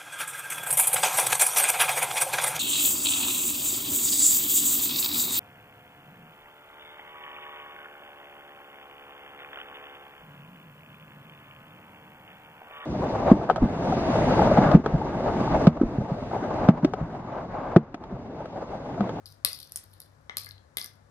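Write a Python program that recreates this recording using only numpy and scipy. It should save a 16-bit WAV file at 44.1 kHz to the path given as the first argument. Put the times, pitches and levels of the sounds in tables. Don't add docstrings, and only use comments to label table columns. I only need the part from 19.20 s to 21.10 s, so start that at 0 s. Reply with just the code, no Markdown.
import sys
import numpy as np
from scipy import signal
from scipy.fft import rfft, irfft, next_fast_len
from scipy.io import wavfile

SR = 44100
rng = np.random.default_rng(int(sys.argv[2]) if len(sys.argv) > 2 else 0)


def decibels_to_gain(level_db):
    exponent = np.asarray(level_db, float) / 20
    return 10 ** exponent


def to_wav(s):
    ch = np.atleast_2d(s).T
    pcm = np.round(np.clip(ch, -1, 1) * 32767)
    wavfile.write(sys.argv[1], SR, pcm.astype(np.int16))


N = 83790
PRESS_S = 0.0013


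def unit(x):
    return x / np.sqrt(np.mean(x ** 2) + 1e-20)


def unit_peak(rows):
    return rows / np.abs(rows).max(axis=-1, keepdims=True)


def along(points, hz):
    point_hz, value = np.transpose(points)
    return np.interp(np.log(hz + 1), np.log(point_hz + 1), value)


def filtered(x, response):
    size = next_fast_len(N + SR // 2)
    hz = np.fft.rfftfreq(size, 1 / SR)
    return irfft(rfft(x, size) * response(hz), size)[..., :N]


def place(start_s, rows):
    at = np.round(start_s * SR).astype(int)[:, None] + np.arange(rows.shape[1])
    return np.bincount(at.ravel(), rows.ravel(), N + SR)[:N]


def pressed(t):
    return 1 - np.exp(-(t / PRESS_S) ** 4)


def room_air():
    # (frequency [Hz], relative density [dB per Hz])
    colour = [(25, -46.5), (60, -13.5), (124, -30), (212, -17), (400, -23), (620, -21), (1690, -26),
              (2810, -41.5), (5670, -39.5), (11500, -46.5), (14500, -64.5)]
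    # (frequency [Hz], correlation [1])
    alike = [(130, 1), (300, 0.13), (700, 0.47), (1400, 0.067), (8000, 0.22)]
    level_db = -64

    def mid_side(hz):
        angle = np.arccos(np.clip(along(alike, hz), -1, 1)) / 2
        return decibels_to_gain(along(colour, hz)) * [np.cos(angle), np.sin(angle)]

    mid, side = filtered(rng.standard_normal((2, N)), mid_side)
    return decibels_to_gain(level_db) * unit(np.array([mid + side, mid - side]))


def machine_hum():
    # (centre [Hz], width at half amplitude [Hz], rms level ahead of the ports [dB])
    bands = [(72.5, 26, -68), (99.5, 6.4, -61.5), (142.7, 23, -69), (540, 109, -74)]
    own_share = 0.14
    hum = np.zeros((2, N))
    for centre_hz, width_hz, level_db in bands:
        noise = rng.standard_normal(N) + own_share * rng.standard_normal((2, N))
        band = filtered(noise, lambda hz: 1 / (1 + (2 * (hz - centre_hz) / width_hz) ** 2))
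        hum += decibels_to_gain(level_db) * unit(band)
    return hum


def room(x):
    # (frequency [Hz], decay time t60 [s])
    decay = [(2500, 0.32), (5000, 0.25), (10000, 0.18), (16000, 0.022)]
    level_db, delay_s = -9.5, 0.007
    step = SR // 16
    count = (N + step - 1) // step
    late = np.pad(x, (round(delay_s * SR), -N % step))
    blocks = late[:count * step].reshape(-1, 1, step)
    noise = rng.standard_normal((count, 2, SR // 2))
    hz, t, z = signal.stft(noise, SR, nperseg=256)
    fade = decibels_to_gain(-60 * t / along(decay, hz)[:, None])
    tail = signal.istft(z * fade, SR, nperseg=256)[1]
    answers = signal.fftconvolve(blocks, tail / np.linalg.norm(tail[0, 0]), axes=2)
    start_s = np.arange(count) * step / SR
    return decibels_to_gain(level_db) * np.array([place(start_s, answers[:, side]) for side in range(2)])


def contacts(start_s, level_db, hollow_hz, hollow_db):
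    # (frequency [Hz], gain [dB])
    wall = [(3000, -13.5), (7500, -14), (9700, 0.5), (11400, 0.5), (13000, -1.5), (16500, -12)]
    dim_from_hz, dim_db_per_khz = 14000, 1.05
    tick_db, snap_db = 0.5, 7
    tick_width_s, tick_tail_db, tick_t60_s = 0.0004, -5.5, 0.02
    hollow_width_hz, hollow_t60_s = 2000, 0.009

    t = np.arange(1024) / SR
    hz = np.fft.rfftfreq(len(t), 1 / SR)
    white = rfft(rng.standard_normal((len(start_s), 2, len(t))))

    khz_above = np.clip(hz - dim_from_hz, 0, None) / 1000
    colour = decibels_to_gain(along(wall, hz) + dim_db_per_khz * level_db[:, None] * khz_above)
    snap = irfft(colour * np.exp(-2j * np.pi * hz * PRESS_S))
    hiss = irfft(white[:, 0] * colour)
    burst = np.exp(-((t - PRESS_S) / tick_width_s) ** 2)
    tail = decibels_to_gain(tick_tail_db - 60 * t / tick_t60_s) * pressed(t)
    tick = decibels_to_gain(snap_db) * unit_peak(snap) + unit(hiss) * (burst + tail)

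    offset = 2 * (hz - hollow_hz[:, None]) / hollow_width_hz
    breath = irfft(white[:, 1] / (1 + offset ** 2) ** 2)
    tone = np.sin(2 * np.pi * hollow_hz[:, None] * t)
    hollow = (unit(breath) + tone) * decibels_to_gain(-60 * t / hollow_t60_s) * pressed(t)

    both = decibels_to_gain(tick_db) * unit_peak(tick) + decibels_to_gain(hollow_db[:, None]) * unit_peak(hollow)
    return place(start_s, decibels_to_gain(level_db[:, None]) * both)


def jostle():
    # (start [s], base level of the contacts at the start [dB], decay time t60 [s])
    disturbances = [(0.059, -48, 0.26), (0.254, -35.5, 0.5), (0.386, -43, 0.34), (0.562, -58, 1),
                    (0.798, -57, 0.38), (1.171, -42, 0.33), (1.57, -36.5, 0.3)]
    rate_per_s, scatter_db = 450, 3
    mean_hollow_hz, mean_hollow_db = 4600, -4.5
    chance = rng.random((900, 4))
    gap_s = -np.log(1 - chance[:, 0]) / rate_per_s
    s = np.clip(np.cumsum(gap_s), 0, N / SR)
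    start_s, start_db, t60_s = np.transpose(disturbances)[..., None]
    decaying_db = np.where(s > start_s, start_db - 60 * (s - start_s) / t60_s, -150)
    level_db = decaying_db.max(axis=0) - scatter_db * np.log(1 - chance[:, 1])
    hollow_hz = mean_hollow_hz * (1 + 0.5 * (chance[:, 2] - 0.5))
    hollow_db = mean_hollow_db + 8 * (chance[:, 3] - 0.5)
    return contacts(s, level_db, hollow_hz, hollow_db)


def board_rings(modes, t, spot_hz):
    scatter_db, spot_db = 2, 12.5
    hz, mode_db, t60_s = np.transpose(modes)[..., None]
    chance = rng.standard_normal((len(spot_hz), len(modes), 1))
    octaves = np.log2(hz / spot_hz[:, None, None])
    level_db = mode_db - spot_db * np.tanh((2 * octaves) ** 2) + scatter_db * chance
    return np.sum(decibels_to_gain(level_db - 60 * t / t60_s) * np.sin(2 * np.pi * hz * t), axis=1)


def knocks():
    # (time [s], overall level [dB], gain of the board ring [dB], favoured pitch at the spot [Hz])
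    landings = [(0.249, -20.5, -5.5, 1170), (0.559, -49, -20, 1500), (1.095, -30, 5.5, 2180),
                (1.1076, -53.5, 18, 3130), (1.169, -32, 0.5, 1000), (1.2653, -44.5, 9.5, 1650),
                (1.5697, -28.5, 4, 2100), (1.611, -45, 8.5, 1260), (1.642, -45.5, 9.5, 1700)]
    # (frequency [Hz], relative level [dB], decay time t60 [s])
    board = [(210, -13, .035), (430, -10, .03), (970, -8, .02), (1155, -8, .06), (1475, -7, .02),
             (1690, -8, .04), (2075, 0, .026), (2980, -12, .025)]
    crack_t60_s, crack_gain = 0.009, 2
    start_s, level_db, ring_db, spot_hz = np.transpose(landings)
    t = np.arange(SR // 8) / SR
    band = signal.butter(3, [350, 4200], "band", fs=SR, output="sos")
    dull = signal.sosfilt(band, rng.standard_normal((len(start_s), len(t))))
    crack = decibels_to_gain(-60 * t / crack_t60_s) * crack_gain * unit(dull)
    ring = decibels_to_gain(ring_db[:, None]) * board_rings(board, t, spot_hz)
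    return place(start_s, decibels_to_gain(level_db[:, None]) * (ring + crack) * pressed(t))


def clicks():
    # (time [s], overall level [dB], hollow pitch [Hz], hollow level ahead of hollow_gain_db [dB])
    events = [(0.0569, -37.5, 4916, -8.5), (0.2477, -3.5, 4177, -22), (0.26, -25.5, 4600, -30),
              (0.3299, -24, 4800, -15), (0.3745, -41, 4700, -13), (0.4, -35, 4500, -18),
              (0.4158, -42.5, 4370, -8.5), (0.428, -31.5, 4300, -16.5), (0.5717, -26, 5380, -21),
              (0.6376, -38.5, 5310, -50), (0.7365, -39.5, 4250, -27), (0.8018, -27, 4070, -31),
              (0.8166, -38, 4680, -19.5), (1.179, -35, 4410, -8), (1.1801, -25, 4834, -16),
              (1.1829, -27.5, 5100, -9), (1.198, -32.5, 4950, -21), (1.2067, -34, 4800, -20),
              (1.215, -35.5, 4590, -24), (1.234, -35.5, 4817, -15.5), (1.2447, -35, 4290, -16.5),
              (1.2596, -37.5, 4635, -13), (1.2884, -36.5, 5100, -16), (1.3159, -44.5, 3905, -34),
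              (1.5695, -14.5, 3490, -18), (1.583, -21.5, 3440, -12.5), (1.5973, -40.5, 5500, -7.5),
              (1.613, -36, 5150, -2.5), (1.6249, -31, 4610, -17.5), (1.643, -24.5, 5000, -18.5),
              (1.6592, -30, 5690, -16.5), (0.5201, -24, 5600, -26), (0.5583, -15.5, 5100, -25.5),
              (0.5631, -26.5, 5240, -16), (1.1689, -15.5, 4286, -18), (1.3090, -56, 4090, 11.5),
              (1.3790, -66, 3765, 7)]
    hollow_gain_db = 10.5
    start_s, level_db, hollow_hz, hollow_db = np.transpose(events)
    return contacts(start_s, level_db, hollow_hz, hollow_db + hollow_gain_db)


def scene():
    shells = clicks() + knocks() + jostle()
    return shells + room(shells) + room_air() + machine_hum()


def two_ports(x):
    # (frequency [Hz], left over right [dB])
    difference = [(60, 6.5), (2400, 7), (4400, 11), (6500, 5), (8200, .4), (15000, .1)]
    # (frequency [Hz], left ahead of right [rad])
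    lead = [(100, .05), (300, 1.1), (800, 2.0), (2400, 2.8), (4500, 4.6), (8000, 6.0), (16000, 7.6)]
    half = np.array([[0.5], [-0.5]])

    def response(hz):
        level = decibels_to_gain(half * along(difference, hz))
        return level * np.exp(1j * (half - 0.5) * along(lead, hz))

    return filtered(x, response)


def top_cut(x):
    return signal.sosfilt(signal.butter(12, 17160, fs=SR, output="sos"), x)


def record(dry):
    mix = two_ports(dry)
    return top_cut(mix)


dry = scene()
out = record(dry)
to_wav(out)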